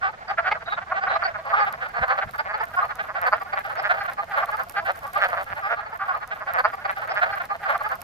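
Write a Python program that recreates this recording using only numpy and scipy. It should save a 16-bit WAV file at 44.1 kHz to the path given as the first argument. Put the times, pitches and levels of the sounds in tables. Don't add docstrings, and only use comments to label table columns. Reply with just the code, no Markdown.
import sys
import numpy as np
from scipy import signal
from scipy.fft import rfft, irfft, next_fast_len
from scipy.io import wavfile
from scipy.ndimage import map_coordinates

SR = 44100
rng = np.random.default_rng(int(sys.argv[2]) if len(sys.argv) > 2 else 0)


def waveform_to_disk(signal):
    frames = np.transpose(np.atleast_2d(signal))
    scaled = np.clip(frames, -1, 1) * 32767
    samples = np.round(scaled).astype(np.int16)
    wavfile.write(sys.argv[1], SR, samples)


N = 354123
SIZE = 4096
HZ = np.fft.rfftfreq(SIZE, 1 / SR)

# middle_s [s], level_db [dB], length_ms [ms]
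NEAR_CLUCKS = [(0.053, -19, 54.3), (0.302, -24, 43.5), (0.389, -16, 20), (0.472, -20, 44.4),
               (0.524, -15.5, 14), (0.624, -36.5, 16), (0.679, -30.5, 17.9), (0.731, -20, 17),
               (0.785, -26, 21), (0.924, -18, 17.2), (0.976, -21.5, 36.4), (1.035, -22.5, 40),
               (1.079, -18.5, 17.5), (1.107, -21, 25.6), (1.131, -23, 45), (1.162, -18.5, 22),
               (1.231, -20, 19.4), (1.259, -17.5, 18), (1.354, -26.5, 21), (1.47, -28, 39),
               (1.542, -14.5, 27), (1.577, -18.5, 41.5), (1.619, -16.5, 54.5), (1.676, -22, 31),
               (1.734, -28.5, 19), (1.826, -25, 32), (1.86, -27, 22), (1.973, -23, 50), (2.03, -17, 27.5),
               (2.11, -18, 53), (2.187, -20, 21), (2.227, -22, 22.6), (2.344, -30.5, 16),
               (2.396, -19.5, 21), (2.504, -26, 37), (2.55, -22, 22), (2.613, -21, 22.6),
               (2.745, -29.5, 14.7), (2.786, -16.5, 32.6), (2.83, -17, 17.4), (2.903, -28.5, 21.6),
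               (3.006, -22, 22.3), (3.101, -28, 30), (3.165, -22, 21), (3.234, -21.5, 47),
               (3.275, -16.5, 27.4), (3.332, -14.5, 22.3), (3.419, -26, 19), (3.538, -21, 16),
               (3.582, -20, 17.6), (3.656, -26.5, 21.5), (3.708, -26, 21.6), (3.767, -29.5, 28),
               (3.796, -21.5, 18.2), (3.856, -19.5, 30), (3.91, -14, 26.4), (3.948, -24.5, 24.3),
               (3.983, -26, 24.6), (4.017, -24, 23.6), (4.054, -27.5, 24.3), (4.092, -23.5, 24),
               (4.198, -22, 30.7), (4.344, -21.5, 19.7), (4.385, -19, 46.5), (4.432, -20, 23),
               (4.491, -23, 15), (4.549, -23, 20.7), (4.602, -23, 28.6), (4.782, -19.5, 35),
               (4.874, -23, 37.5), (4.894, -19.5, 29.6), (5.051, -28, 26.4), (5.167, -15.5, 15.6),
               (5.231, -15.5, 40.3), (5.253, -18.5, 20), (5.331, -20.5, 24), (5.375, -24, 24),
               (5.396, -26, 58), (5.525, -24.5, 13), (5.577, -28, 27), (5.657, -22.5, 54), (5.718, -19, 49),
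               (5.79, -25, 42), (6.023, -18.5, 44.6), (6.094, -13.5, 21)]
# fade_start_s [s], fade_end_s [s], jump_back [samples]
LOOP_EDIT = (5.55, 6.52, 146430)


def amp(db):
    return 10 ** (np.asarray(db) / 20)


def unit(x):
    return x / np.sqrt(np.mean(x ** 2) + 1e-20)


def along(points, hz):
    point_hz, values = np.transpose(points)
    return np.interp(np.log(hz + 1), np.log(point_hz + 1), values)


def curve(rows, s):
    return np.interp(s, *np.transpose(rows))


def filtered(x, response):
    length = next_fast_len(N + SIZE)
    gain = response(np.fft.rfftfreq(length, 1 / SR))
    return irfft(rfft(x, length) * gain, length)[..., :N]


def resonance(hz, width_hz):
    return 1j * HZ * width_hz / (hz * hz - HZ * HZ + 1j * HZ * width_hz)


def add(track, s, spectrum, db, ms, left_late_ms, pan_db):
    lead_s = .001
    delay_s = lead_s + np.array([[left_late_ms], [-left_late_ms]]) / 2000
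    sound = irfft(spectrum * np.exp(-2j * np.pi * HZ * delay_s), SIZE)
    sound *= amp(db) * np.sqrt(ms / 1000 * SR / np.sum(sound[0] ** 2))
    start = max(round((s - lead_s) * SR), 0)
    track[:, start:start + SIZE] += sound * amp([[pan_db / 2], [-pan_db / 2]])


def pulses(times):
    return np.exp(-2j * np.pi * np.outer(times, HZ))


def air():
    # pitch_hz [Hz], relative_db [dB]
    air_shape = [(15, -11.5), (95, -1), (320, -15.5), (700, -6.5), (2000, -18), (5500, -28.5), (7500, -34),
                 (14000, -53.5), (15500, -55)]
    # time_s [s], level_db [dB]
    traffic_level = [(0, -47.5), (1.5, -47.5)]

    def response(hz):
        likeness = np.clip(along([(60, .82), (400, .7), (2000, .1)], hz), 0, 1)
        turn = np.arccos(likeness) / 2
        return amp(along(air_shape, hz)) * [np.cos(turn), np.sin(turn)]

    mid, side = filtered(rng.standard_normal((2, N)), response)
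    level_db = curve(traffic_level, np.arange(N) / SR) - [[1.7], [0]]
    return amp(level_db) * unit(np.array([mid + side, mid - side]))


def cluck(ms, rate_hz, upper_hz, chance):
    # pitch_hz [Hz], width_hz [Hz], level_db [dB]
    throat_rows = [(662, 89, -4), (1178, 160, 1), (1500, 470, -7.5), (2240, 990, -15.5)]
    rate_hz = rate_hz * (1 + .04 * chance[78])
    count = int(1.5 * ms / 1000 * rate_hz) + 2
    u = (np.arange(count) + .5) / count
    gaps_s = (1.04 - .08 * u + .045 * chance[:count]) / rate_hz
    clicks = pulses(np.cumsum(gaps_s))
    sizes = amp(1.8 * chance[40:40 + count])
    scatter = amp(3.5 * chance[70:76])

    throat = resonance(upper_hz, 223)
    for k, (hz, width_hz, db) in enumerate(throat_rows):
        throat = throat + (-1) ** k * amp(db) * scatter[k] * resonance(hz, width_hz)
    soft = 1 / (1 + 1.4j * HZ / 2600 - (HZ / 2600) ** 2)
    twang = amp(-24) * scatter[-1] * resonance(4650 + 330 * chance[79], 400) ** 2
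    sac_hz = rate_hz * np.round(750 / rate_hz)
    sac = resonance(sac_hz, 235) * soft

    early_swell = np.sin(np.pi * u) ** 1.23
    late_swell = np.sin(np.pi * u ** 1.3) ** 2
    bright = sizes * early_swell @ clicks * (throat * soft + twang)
    deep = amp(-4.5) * sizes * late_swell @ clicks * sac
    low = 540 / (1j * HZ + 1)
    small_body = 1 / (1 + 1.068 * low + low ** 2) ** 3
    dull = 1 / (1 + 1.4j * HZ / 6000 - (HZ / 6000) ** 2) ** 2
    return (bright + deep) * small_body * dull


def near_frogs():
    # pulse_rate_hz [Hz, on average], upper_resonance_hz [Hz], left_late_ms [ms]
    frogs = [(274.3, 1146, -0.23), (404.5, 1240, 0.19), (404.5, 1348, -0.24), (379.9, 1440, 0.24),
             (181.7, 1304, 0.21), (388.2, 1446, -0.083), (279.5, 1490, -0.27), (415, 2110, -0.017),
             (201, 1640, 0.14), (182.2, 1650, -0.32), (249.3, 1560, 0.23), (210.4, 1444, -0.15)]
    callers = [3, 1, 5, 5, 7, 0, 11, 2, 6, 5, 3, 3, 5, 6, 3, 2, 11, 3, 11, 0, 2, 2, 3, 2, 6, 10, 6, 10, 10,
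               10, 4, 5, 6, 6, 8, 1, 1, 11, 3, 2, 1, 3, 8, 3, 9, 10, 11, 2, 2, 9, 2, 10, 9, 1, 8, 3, 4, 1,
               5, 3, 3, 1, 3, 6, 5, 0, 2, 10, 5, 3, 4, 0, 2, 8, 4, 4, 8, 4, 9, 0, 2, 11, 2, 5, 3]
    track = np.zeros((2, N + SIZE))
    chances = rng.standard_normal((len(NEAR_CLUCKS), 80))
    for (middle_s, db, ms), frog, chance in zip(NEAR_CLUCKS, callers, chances):
        rate_hz, upper_hz, left_late_ms = frogs[int(frog)]
        start_s = middle_s - .75 * ms / 1000 - .005
        add(track, start_s, cluck(ms, rate_hz, upper_hz, chance), db - 2.5, ms, left_late_ms, -1.4)
    return track[:, :N]


def far_frogs(count=300):
    base_db, ms = -31.5, 22
    track = np.zeros((2, N + SIZE))
    draws, chances = rng.random((count, 4)), rng.standard_normal((count, 81))
    near_s, near_db, _ = np.transpose(NEAR_CLUCKS)
    for k, ((when, pitch, upper, side), chance) in enumerate(zip(draws, chances)):
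        s = (k + 2 * when) / count * LOOP_EDIT[1]
        pull_db = .5 * (near_db + 21.5) - 150 * np.abs(near_s - s - .017)
        stir_db = max(pull_db.max(), -13)
        call = cluck(ms, 170 + 250 * pitch, 1100 + 500 * upper, chance)
        add(track, s, call, base_db + stir_db + 3 * chance[80], ms, side - .5, -1.4)
    return track[:, :N]


def chirps(count=5):
    # start_s [s], level_db [dB], pitch_hz [Hz]
    chirp_rows = [(.28, -46.5, 4760), (0.658, -46, 3820), (0.699, -43, 3830), (.721, -43.5, 3740),
                  (1.085, -46, 3990), (1.133, -42, 3980), (1.235, -37.5, 4520), (1.597, -47, 4680),
                  (3.774, -48, 5070), (3.99, -49.5, 4320)]
    track = np.zeros((2, N + SIZE))
    chances = rng.standard_normal((len(chirp_rows), 2 * count + 1))
    for (s, db, hz), chance in zip(chirp_rows, chances):
        times = .007 * (np.arange(count) + .06 * chance[:count] + .2)
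        sizes = amp(2.5 * chance[count:-1])
        tone = sizes @ pulses(times) * resonance(hz, 220) ** 2
        add(track, s, tone, db, 35, 0.12 * chance[-1], -2.5)
    return track[:, :N]


def woods(x):
    life_s = np.arange(SR // 4) / SR
    tail = rng.standard_normal((2, len(life_s))) * amp(-60 * life_s / 0.1)
    tail = tail / np.linalg.norm(tail, axis=1, keepdims=True)
    return signal.fftconvolve(x, tail, axes=1)[:, :N]


def bumps():
    # start_s [s], level_db [dB], length_ms [ms]
    bump_rows = [(1.07, -47, 34), (1.98, -37, 64), (2.24, -40, 53), (5.48, -46, 67)]
    t, swell = np.arange(N) / SR, np.zeros(N)
    for s, db, ms in bump_rows:
        swell += amp(db) * np.sin(np.pi * np.clip((t - s) * 1000 / ms, 0, 1))
    bass_shape = [(15, -11), (50, 1.5), (200, -4.5), (500, -52)]  # (Hz, relative dB)
    shared, own = filtered(rng.standard_normal((2, N)), lambda hz: amp(along(bass_shape, hz)))
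    return swell * unit(shared + [[.4], [-.4]] * own)


def ticks():
    # time_s [s], level_db [dB]
    snap_rows = [(1.726, -30.5), (2.0812, -37.5), (2.3101, -36.5), (2.6386, -37), (2.9552, -33),
                 (3.2159, -29.5), (3.2725, -34), (3.8332, -47), (4.458, -32.5), (4.6695, -54),
                 (4.6964, -24.5), (4.7227, -37)]
    # pitch_hz [Hz], relative_db [dB]
    snap_shape = [(1500, -11), (4000, -11), (7500, -14.5), (13000, -6), (14500, -7), (15500, -25)]
    # time_s [s], level_db [dB]
    rustle_level = [(0, -93), (1.1, -94), (1.4, -83), (2.6, -80.5), (5.3, -72), (6, -83)]
    t = np.arange(N) / SR
    clumps = map_coordinates(rng.standard_normal(N // 2000 + 4), [np.arange(N) / 2000])
    rustle = amp(curve(rustle_level, t) + 3.05 * clumps)
    struck = rng.random(N) < 110 / SR
    grain_db = 23.5 + 6.63 * rng.exponential(size=N).clip(0, 2.5)
    grains = struck * rustle * amp(grain_db)
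    for s, db in snap_rows:
        grains[round(s * SR)] = amp(db + 4.5)

    ring = amp(-60 * np.arange(400) / SR / 0.01)
    burst = rng.standard_normal((2, N)) * signal.fftconvolve(grains, ring)[:N]
    hiss = rustle * amp(25) * rng.standard_normal((2, N))

    def response(hz):
        left_db = along([(3000, 1), (13000, -9)], hz)
        return amp(along(snap_shape, hz) + np.array([left_db, 0 * hz]))

    return filtered(burst + 1.15 * burst[1] + hiss, response)


def scene():
    calls = near_frogs() + far_frogs() + chirps()
    echo = amp(-11) * woods(calls)
    return calls + echo + ticks() + air() + bumps()


def record(dry):
    top_hz = 15773
    start_s, end_s, back = LOOP_EDIT
    fade = np.clip((np.arange(N) / SR - start_s) / (end_s - start_s), 0, 1)
    earlier = np.pad(dry, ((0, 0), (back, 0)))[:, :N]
    return filtered((1 - fade) * dry + fade * earlier, lambda hz: hz < top_hz)


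dry = scene()
out = record(dry)
waveform_to_disk(out)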